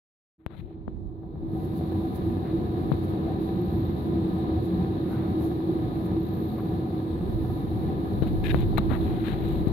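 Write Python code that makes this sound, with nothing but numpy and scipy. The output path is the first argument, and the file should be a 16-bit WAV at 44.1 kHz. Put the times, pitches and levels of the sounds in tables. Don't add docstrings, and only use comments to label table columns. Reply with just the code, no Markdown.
import sys
import numpy as np
from scipy import signal
from scipy.fft import rfft, irfft
from scipy.io import wavfile
from scipy.ndimage import uniform_filter1d

SR = 44100
rng = np.random.default_rng(int(sys.argv[2]) if len(sys.argv) > 2 else 0)


def materialize(psi):
    bounded = np.clip(np.atleast_2d(psi).T, -1, 1)
    quanta = np.round(bounded * 32767).astype(np.int16)
    wavfile.write(sys.argv[1], SR, quanta)


N = 428652
TIME = np.arange(N) / SR
FULL_WIND_DB = -29


def undb(db):
    return 10 ** (np.asarray(db) / 20)


def unit(x):
    return x / np.sqrt(np.mean(x ** 2))


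def bell(s, half_s):
    return np.exp(-((TIME - s) / half_s) ** 2)


def sides(pan_db):
    return undb([[min(pan_db, 0)], [min(-pan_db, 0)]])


def add(out, s, sound, pan_db):
    start = int(s * SR)
    part = sound[:max(N - start, 0)]
    out[:, start:start + len(part)] += sides(pan_db) * part


def across(points, hz):
    f, value = np.transpose(points)
    return np.interp(np.log(hz + 1), np.log(f), value)


def colour(x, points, resonances=(), size=16384):
    hz = np.arange(size // 2 + 1) * SR / size
    peaks_db = sum(lift / (1 + (2 * (hz - f) / width) ** 2) for f, width, lift in resonances)
    cepstrum = irfft(np.log(undb(across(points, hz) + peaks_db)))
    cepstrum[1:size // 2] *= 2
    cepstrum[size // 2:] = 0
    response = irfft(np.exp(rfft(cepstrum)))[:size // 2]
    return signal.oaconvolve(x, response)[:len(x)]


def band(x, hz, width_hz):
    return signal.lfilter(*signal.iirpeak(hz, hz / min(width_hz, SR / 4), fs=SR), x)


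def shelf(x, db, corner_hz):
    low = signal.sosfiltfilt(signal.butter(2, corner_hz, fs=SR, output="sos"), x)
    return low + undb(db) * (x - low)


def walk(rate):
    hold = int(SR / rate)
    steps = np.repeat(rng.standard_normal(N // hold + 1), hold)
    return unit(uniform_filter1d(uniform_filter1d(steps, hold), hold)[:N])


def grains(rate, spread_db):
    size = undb(spread_db * np.minimum(rng.exponential(size=N), 4))
    return unit((rng.random(N) < rate / SR) * size * rng.standard_normal(N))


def ringing(hz, width_hz):
    return unit(band(band(rng.standard_normal(N), hz, width_hz), hz, width_hz))


def swell(length_s, hz, width_hz):
    shape = signal.windows.cosine(int(length_s * SR))
    return unit(ringing(hz, width_hz)[:len(shape)]) * shape


def pulsing(rate_hz, unevenness, depth_db):
    phase = 2 * np.pi * np.cumsum(rate_hz * (1 + unevenness * walk(rate=30))) / SR
    return unit(undb(depth_db * np.sin(phase)))


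# t/s, level/dB
WIND_STRENGTH = [(.38, -59), (.46, -64), (.51, -45.5), (.64, -43), (1.28, -40.5), (1.43, -37),
                 (1.62, -31.5), (1.82, -29.5), (4.4, -28), (7.3, -29.5), (8.5, -28.5), (9.72, -28.5)]


def wind_strength():
    return np.interp(TIME, *np.transpose(WIND_STRENGTH))


# f/Hz, level/dB
RUMBLE_SPECTRUM = [(15, -41.5), (40, -12.5), (70, -4.5), (100, 0), (200, -2.5), (280, -5), (400, -9),
                   (500, -14.5), (640, -21.5), (1000, -25.5), (1600, -35), (2400, -40.5), (3500, -46.5),
                   (6000, -65.5)]
# f/Hz, width/Hz, lift/dB
CASE_MODES = [(89, 12, 6), (145, 20, 1.5), (182, 8.4, 6), (210, 12, 3.5), (318, 40, 3), (403, 18, 4),
              (744, 97, 7.5), (997, 40, 7), (1160, 45, 2.5), (1243, 55, 8.5), (1722, 90, 7)]
# f/Hz, correlation
PORT_CORRELATION = [(40, 0.98), (90, 1), (170, 0.99), (240, 0.63), (330, 0.92), (430, 0.58), (600, 0.43),
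                    (800, 0.2), (1000, -0.21), (1350, -0.78), (1600, -0.33), (2000, 0.0035)]


def rumble(strength_db, patter=0.43):
    flutter, flurry = undb(0.82 * walk(rate=15)), undb(2 * walk(rate=12))
    likeness = np.clip(across(PORT_CORRELATION, np.arange(N // 2 + 1) * SR / N), -1, 1)
    motions = []
    for sign in (1, -1):
        push = flutter * rng.standard_normal(N) + patter * flurry * grains(rate=350, spread_db=2.5)
        share = irfft(rfft(push) * np.sqrt(1 + sign * likeness), N)
        motions.append(colour(share, RUMBLE_SPECTRUM, CASE_MODES))
    together, rocking = motions
    shaking = unit(np.array([together + rocking, together - rocking])) * undb(strength_db)
    return shelf(shaking, np.minimum(strength_db - FULL_WIND_DB, 0), corner_hz=1250)


# f/Hz, width/Hz, level/dB
HUMMING_MODES = [(325.1, 18.2, -1.5), (348.9, 25.5, -4.5)]
# peak t/s, half-length/s, lift/dB
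HUM_THROBS = [(0.573, 0.036, -11), (1.494, 0.15, 4.5), (2, 0.029, 8.5), (2.16, 0.05, -5),
              (2.277, 0.036, 3.5), (2.54, 0.054, 5.5), (2.794, 0.031, 4.5), (3.328, 0.03, -7),
              (3.616, 0.027, 7.5), (4.026, 0.027, -9), (4.17, 0.08, 6.5), (4.62, 0.087, 5),
              (5.033, 0.019, 4.5), (5.4, 0.044, 8), (5.518, 0.09, 4), (5.718, 0.08, 6.5), (6.04, 0.024, -7),
              (6.187, 0.03, 8), (6.507, 0.023, -11), (7.067, 0.039, 3), (7.7, 0.32, -3.5),
              (8.175, 0.033, -10), (9.21, 0.049, 3.5)]


def hum(strength_db, wander_hz=3, calm_db=-27, rocking_db=-13, pan_db=-1.5):
    ring, rocking = (unit(sum(undb(db) * ringing(hz, width) for hz, width, db in HUMMING_MODES))
                     for _ in range(2))
    pitch_hz = HUMMING_MODES[0][0] + wander_hz * walk(rate=9)
    tone = unit(np.sin(2 * np.pi * np.cumsum(pitch_hz) / SR))
    excess_db = strength_db - FULL_WIND_DB
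    ring_gain = undb(-7 + 1.15 * excess_db)
    tone_gain = np.hypot(undb(calm_db), undb(-8 + 0.91 * excess_db))
    together = ring_gain * ring + tone_gain * tone
    together *= np.hypot(ring_gain, tone_gain) / np.sqrt(uniform_filter1d(together ** 2, SR // 6))
    together *= pulsing(rate_hz=9, unevenness=0.398, depth_db=0.8)
    throb_db = sum(db * bell(s, half_s) for s, half_s, db in HUM_THROBS) + 0.5 * walk(rate=16)
    opposite = np.array([[1], [-1]])
    apart = opposite * undb(rocking_db) * ring_gain * rocking
    return (together + apart) * undb(FULL_WIND_DB + throb_db + opposite * pan_db / 2)


def whirr(strength_db, wander_hz=11, gain_db=-22, growth=1.45):
    drift = np.exp(2j * np.pi * np.cumsum(wander_hz * walk(rate=10)) / SR)
    note = np.real(signal.hilbert(ringing(hz=750, width_hz=32)) * drift)
    level_db = FULL_WIND_DB + growth * (strength_db - FULL_WIND_DB) + gain_db + 2.5 * walk(rate=7.2)
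    flutter = pulsing(rate_hz=14, unevenness=0.35, depth_db=4.5)
    return sides(pan_db=1) * note * flutter * undb(level_db)


# f/Hz, level/dB
EDDY_SPECTRUM = [(10, -17), (25, -12.5), (45, -0.5), (80, 0), (140, -8), (300, -20), (1000, -75)]
# peak t/s, half-length/s, level/dB, pan/dB
PORT_GUSTS = [(0.618, 0.097, -37.5, 22), (1.06, 0.25, -33.5, -18), (1.483, .14, -33.5, 13),
              (2.25, .25, -41, 0.5), (2.93, .2, -38, 13), (5.87, 0.1, -39.5, -10), (7.354, 0.17, -29, -12),
              (7.75, 0.2, -34, 1.5), (8.36, 0.24, -25, -1.5), (8.867, 0.29, -26.5, -3),
              (9.6, 0.54, -26.5, 12)]


def eddies(strength_db, steady_db=-21, flutter_db=2):
    swirls = [colour(rng.standard_normal(N), EDDY_SPECTRUM) * undb(flutter_db * walk(rate=7.8))
              for _ in range(2)]
    gusts = sum(undb(db) * sides(pan_db) * bell(s, half_s) for s, half_s, db, pan_db in PORT_GUSTS)
    return unit(np.array(swirls)) * np.hypot(undb(strength_db + steady_db), gusts)


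def sails(strength_db, pass_s=3.84, period_s=3.47, gain_db=-4):
    passes = sum(bell(pass_s + k * period_s, half_s=0.28) for k in (-1, 0, 1))
    return ringing(hz=95, width_hz=90) * passes * undb(strength_db + gain_db)


# f/Hz, level/dB
HISS_SPECTRUM = [(800, -19.5), (2000, 5.5), (3000, 5.5), (4400, 7), (5400, -5.5), (7200, -7), (9000, -12),
                 (10500, 1), (13000, 1.5), (16000, 0)]
# f/Hz, width/Hz, lift/dB
LEFT_PORT_MODES = [(3826, 1280, 20.5), (11900, 1500, 1)]
RIGHT_PORT_MODES = [(4300, 2400, 6.5), (11470, 2300, 11.7)]
# peak t/s, half-length/s, lift at the right microphone/dB
HISS_SURGES = [(0.576, 0.09, 32), (1.65, 0.018, 7.5), (1.778, 0.017, 7.5), (2.161, 0.018, 12),
               (3.044, 0.018, 11), (3.1, 0.02, 7), (3.42, 0.016, 5), (4.655, 0.023, 5.5), (5.12, .04, 4.5),
               (5.45, 0.049, 9), (6.06, 0.0099, 6), (6.27, 0.025, 6), (8.497, 0.37, 3)]


def hiss(strength_db, lower_db=-58, treble_db=-55, hold_above_db=-32, left_share=0.35):
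    ports = unit(np.array([colour(rng.standard_normal(N), HISS_SPECTRUM, modes)
                           for modes in (LEFT_PORT_MODES, RIGHT_PORT_MODES)]))
    lower = signal.sosfiltfilt(signal.butter(6, 5200, fs=SR, output="sos"), ports)
    onset_db = 3.5 * np.minimum(strength_db - hold_above_db, 0)
    surge_db = sum(db * bell(s, half_s) for s, half_s, db in HISS_SURGES) + 1.7 * walk(rate=12)
    treble = (ports - lower) * undb(treble_db + onset_db + np.array([left_share * surge_db, surge_db]))
    lower_gain = undb(lower_db + 1.72 * (strength_db - FULL_WIND_DB))
    flicker = undb(0.5 * walk(rate=23))
    return (lower * lower_gain + treble) * flicker


# f/Hz, level/dB
SKIN_SPECTRUM = [(200, -26), (600, 19.5), (1500, 2), (3000, -5), (4000, 4), (5200, -26), (8000, -28)]
SIZZLE_SPECTRUM = [(3000, -29.5), (5500, -10), (7500, -3), (9500, -4.5), (12000, 8), (16000, -11)]
# t/s, length/s, level/dB, f/Hz, width/Hz, relative sizzle/dB
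FINGER_RUBS = [(0.382, 0.095, -72.5, 1710, 1800, -19), (0.491, 0.078, -51.5, 1640, 2500, -29),
               (0.558, 0.06, -54.5, 2400, 2600, -24.5), (0.578, 0.19, -68, 2400, 2400, -19),
               (0.684, 0.35, -73, 2000, 2410, -28), (0.88, 0.0047, -60, 2670, 2000, -28),
               (2.921, 0.0074, -43, 2680, 2400, -30), (8.22, 0.017, -41, 1990, 2420, -22),
               (8.264, 0.024, -45, 2200, 2600, -14), (8.507, 0.16, -45.5, 2580, 2600, -20),
               (8.771, 0.022, -29.5, 2040, 2000, -26), (8.777, 0.01, -22, 1190, 2780, -21),
               (8.781, 0.006, -31.5, 3670, 1200, -14), (8.885, 0.097, -34.5, 1600, 1900, -26),
               (8.913, 0.69, -49, 2320, 2810, -17), (9.0, 0.075, -53, 3360, 2010, -22),
               (9.229, 0.13, -43, 2160, 2500, -22), (9.428, 0.23, -54, 2850, 2600, -9)]


def rubs(taper=0.48, pan_db=24):
    out, slips = np.zeros((2, N)), grains(rate=5000, spread_db=1)
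    body, sizzle = colour(slips, SKIN_SPECTRUM), colour(slips, SIZZLE_SPECTRUM)
    for s, length, db, hz, width_hz, sizzle_db in FINGER_RUBS:
        span = slice(int(s * SR), int((s + length) * SR))
        friction = band(band(body[span], hz, width_hz), hz, width_hz)
        stroke = unit(friction) + undb(sizzle_db) * unit(sizzle[span])
        add(out, s, undb(db) * stroke * signal.windows.tukey(len(stroke), taper), pan_db)
    return out


# t/s, peak level/dB, pan/dB
PORT_TICKS = [(0.463, -43, 25), (8.607, -36, -18), (9.072, -44, 6), (9.408, -41, 10), (9.487, -38, 16),
              (9.525, -44, 10), (9.585, -50, 10), (9.683, -39, 8)]


def ticks(decay_s=0.00053):
    out, t = np.zeros((2, N)), TIME[:SR // 50]
    for s, db, pan_db in PORT_TICKS:
        click = colour(rng.standard_normal(len(t)) * np.exp(-t / decay_s), SIZZLE_SPECTRUM)
        add(out, s, undb(db) * click / np.abs(click).max(), pan_db)
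    return out


# t/s, peak level/dB, push +1 or pull -1, swing f/Hz, damping (width / f), cutoff f/Hz, scuff gain/dB
FINGER_THUMPS = [(0.4637, -13.5, 1, 76.5, 1.03, 3100, -43), (0.8796, -17, -1, 190, 0.53, 1400, -46),
                 (2.9177, -6, -1, 137, 0.33, 1300, -36), (8.2225, -6, -1, 121, 0.64, 527, -31),
                 (8.545, -3.5, 1, 162, 0.53, 2100, -34), (8.786, -13.5, 1, 98, 0.42, 350, -27),
                 (8.915, -13, -1, 227, 0.36, 800, -37), (9.6698, -7, 1, 149, 0.89, 350, -32)]


def thumps(pan_db=26, scuff_s=0.046):
    out, t = np.zeros((2, N)), TIME[:SR // 10]
    for s, db, direction, swing_hz, damping, edge_hz, scuff_db in FINGER_THUMPS:
        pulse = band(signal.unit_impulse(len(t)), swing_hz, damping * swing_hz)
        pulse = signal.sosfilt(signal.butter(4, edge_hz, fs=SR, output="sos"), pulse)
        pulse = signal.sosfilt(signal.butter(1, 45, "high", fs=SR, output="sos"), pulse)
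        jolt = direction * pulse / np.abs(pulse).max()
        scuff = colour(rng.standard_normal(len(t)) * np.exp(-t / scuff_s), SKIN_SPECTRUM)
        add(out, s, undb(db) * (jolt + undb(scuff_db) * scuff), pan_db)
    return out


# t/s, peak level/dB, f/Hz
DULL_KNOCKS = [(0.708, -42, 684), (1.233, -41, 710), (1.357, -41, 705), (1.81, -27.5, 595),
               (1.848, -37, 501), (1.92, -34, 727), (3.136, -30, 600), (3.283, -36, 708), (4.521, -31, 740),
               (4.743, -36, 743), (5.604, -38, 501), (5.693, -35, 576), (6.001, -37, 713),
               (6.583, -32, 800), (7.449, -33, 708), (7.501, -28, 686)]


def knocks(rattle=0.052, rattle_s=0.0081):
    out, t = np.zeros((2, N)), TIME[:SR // 10]
    dullness = [(300, 9.5), (800, -0.5), (1500, -9.5), (4000, -30.0)]  # f/Hz, level/dB
    for s, db, hz in DULL_KNOCKS:
        blow = signal.unit_impulse(len(t)) + rattle * rng.standard_normal(len(t)) * np.exp(-t / rattle_s)
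        tap = colour(band(blow, hz, width_hz=320), dullness, CASE_MODES)
        add(out, s, undb(db) * tap / np.abs(tap).max(), pan_db=2)
    return out


# t/s, length/s, level/dB, f/Hz
HIGH_CHIRPS = [(0.848, 0.84, -88, 12200), (1.6, 0.33, -85, 8340), (3.324, 0.84, -63.5, 12040),
               (4.133, 0.21, -77, 8300), (4.32, 0.14, -75, 8300), (6.047, 0.8, -60, 12040),
               (6.904, 0.58, -76, 8300), (9.197, 0.59, -63, 12200)]


def chirps(relative_width=0.026):
    out = np.zeros((2, N))
    for s, length, db, hz in HIGH_CHIRPS:
        call = swell(length, hz, relative_width * hz)
        add(out, s, undb(db) * call * signal.windows.cosine(len(call)), pan_db=-6)
    return out * pulsing(rate_hz=48, unevenness=0.35, depth_db=7)


# t/s, length/s, level/dB, f/Hz, pan/dB
NARROW_RINGS = [(1.229, 0.048, -54, 730, 2), (1.997, 0.045, -45.5, 725, -2), (3.274, 0.023, -34.5, 695, 5),
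                (5.1, 0.094, -55, 1460, 3), (5.434, 0.046, -40.5, 736, 0), (5.996, 0.04, -43, 690, -2),
                (6.575, 0.035, -45.5, 1140, 7), (8.717, 0.027, -35.5, 714, 9),
                (8.777, 0.0146, -26, 1164, 27)]


def narrow_rings():
    out = np.zeros((2, N))
    for s, length, db, hz, pan_db in NARROW_RINGS:
        add(out, s, undb(db) * swell(length, hz, width_hz=140), pan_db)
    return out


# t/s, length/s, level/dB, f/Hz
CASE_BOOMS = [(1.7, 0.18, -34.5, 160), (3.52, 0.47, -35.5, 161), (4.0, 0.48, -32.5, 181),
              (4.08, 0.2, -31.5, 92), (4.47, 0.21, -33, 90), (4.63, 0.24, -28.5, 182)]


def booms():
    out = np.zeros((2, N))
    for s, length, db, hz in CASE_BOOMS:
        add(out, s, undb(db) * swell(length, hz, width_hz=22), pan_db=0)
    return out


# t/s, length/s, level/dB, f/Hz
AIR_SWISHES = [(2.423, 0.11, -53.5, 1600), (4.992, 0.35, -51, 870), (6.564, 0.052, -51, 1100)]


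def swishes():
    out = np.zeros((2, N))
    for s, length, db, hz in AIR_SWISHES:
        add(out, s, undb(db) * swell(length, hz, width_hz=1300), pan_db=0)
    return shelf(out, db=-24, corner_hz=3200)


# f/Hz, level/dB
SCRAPE_SPECTRUM = [(700, -17), (1400, -7), (1650, -2.5), (2700, -3), (3200, -5), (4000, -8), (4600, -20),
                   (5500, -29), (9000, -57)]
# f/Hz, width/Hz, lift/dB
GAP_MODES = [(1720, 190, 10), (2200, 150, 3), (2440, 120, 7.5), (2670, 110, 5.5), (3710, 160, 10),
             (4000, 240, 3)]
# t/s, length/s, level/dB, relative sizzle/dB
FINGER_SCRAPES = [(8.429, 0.067, -33.5, -18.5), (8.475, 0.055, -32, -26), (9.261, 0.038, -38.5, -17)]


def scrapes(taper=0.8, pan_db=24, grit_db=1):
    out = np.zeros((2, N))
    slips = grains(rate=2600, spread_db=0.6) * undb(grit_db * walk(rate=300))
    body, sizzle = colour(slips, SCRAPE_SPECTRUM, GAP_MODES), colour(slips, SIZZLE_SPECTRUM)
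    for s, length, db, sizzle_db in FINGER_SCRAPES:
        span = slice(int(s * SR), int((s + length) * SR))
        stroke = unit(body[span]) + undb(sizzle_db) * unit(sizzle[span])
        add(out, s, undb(db) * stroke * signal.windows.tukey(len(stroke), taper), pan_db)
    return out


def scene(start_s=0.38, fade_s=0.024):
    fade = np.clip((TIME - start_s) / fade_s, 0, 1)
    strength_db = wind_strength()
    wind = sum(layer(strength_db) for layer in (rumble, hum, whirr, eddies, sails, hiss))
    background = fade * wind + booms() + swishes() + chirps()
    return background + thumps() + knocks() + ticks() + rubs() + scrapes() + narrow_rings()


def record(dry):
    return signal.sosfilt(signal.ellip(10, .2, 70, 15850, fs=SR, output="sos"), dry)


dry = scene()
out = record(dry)
materialize(out)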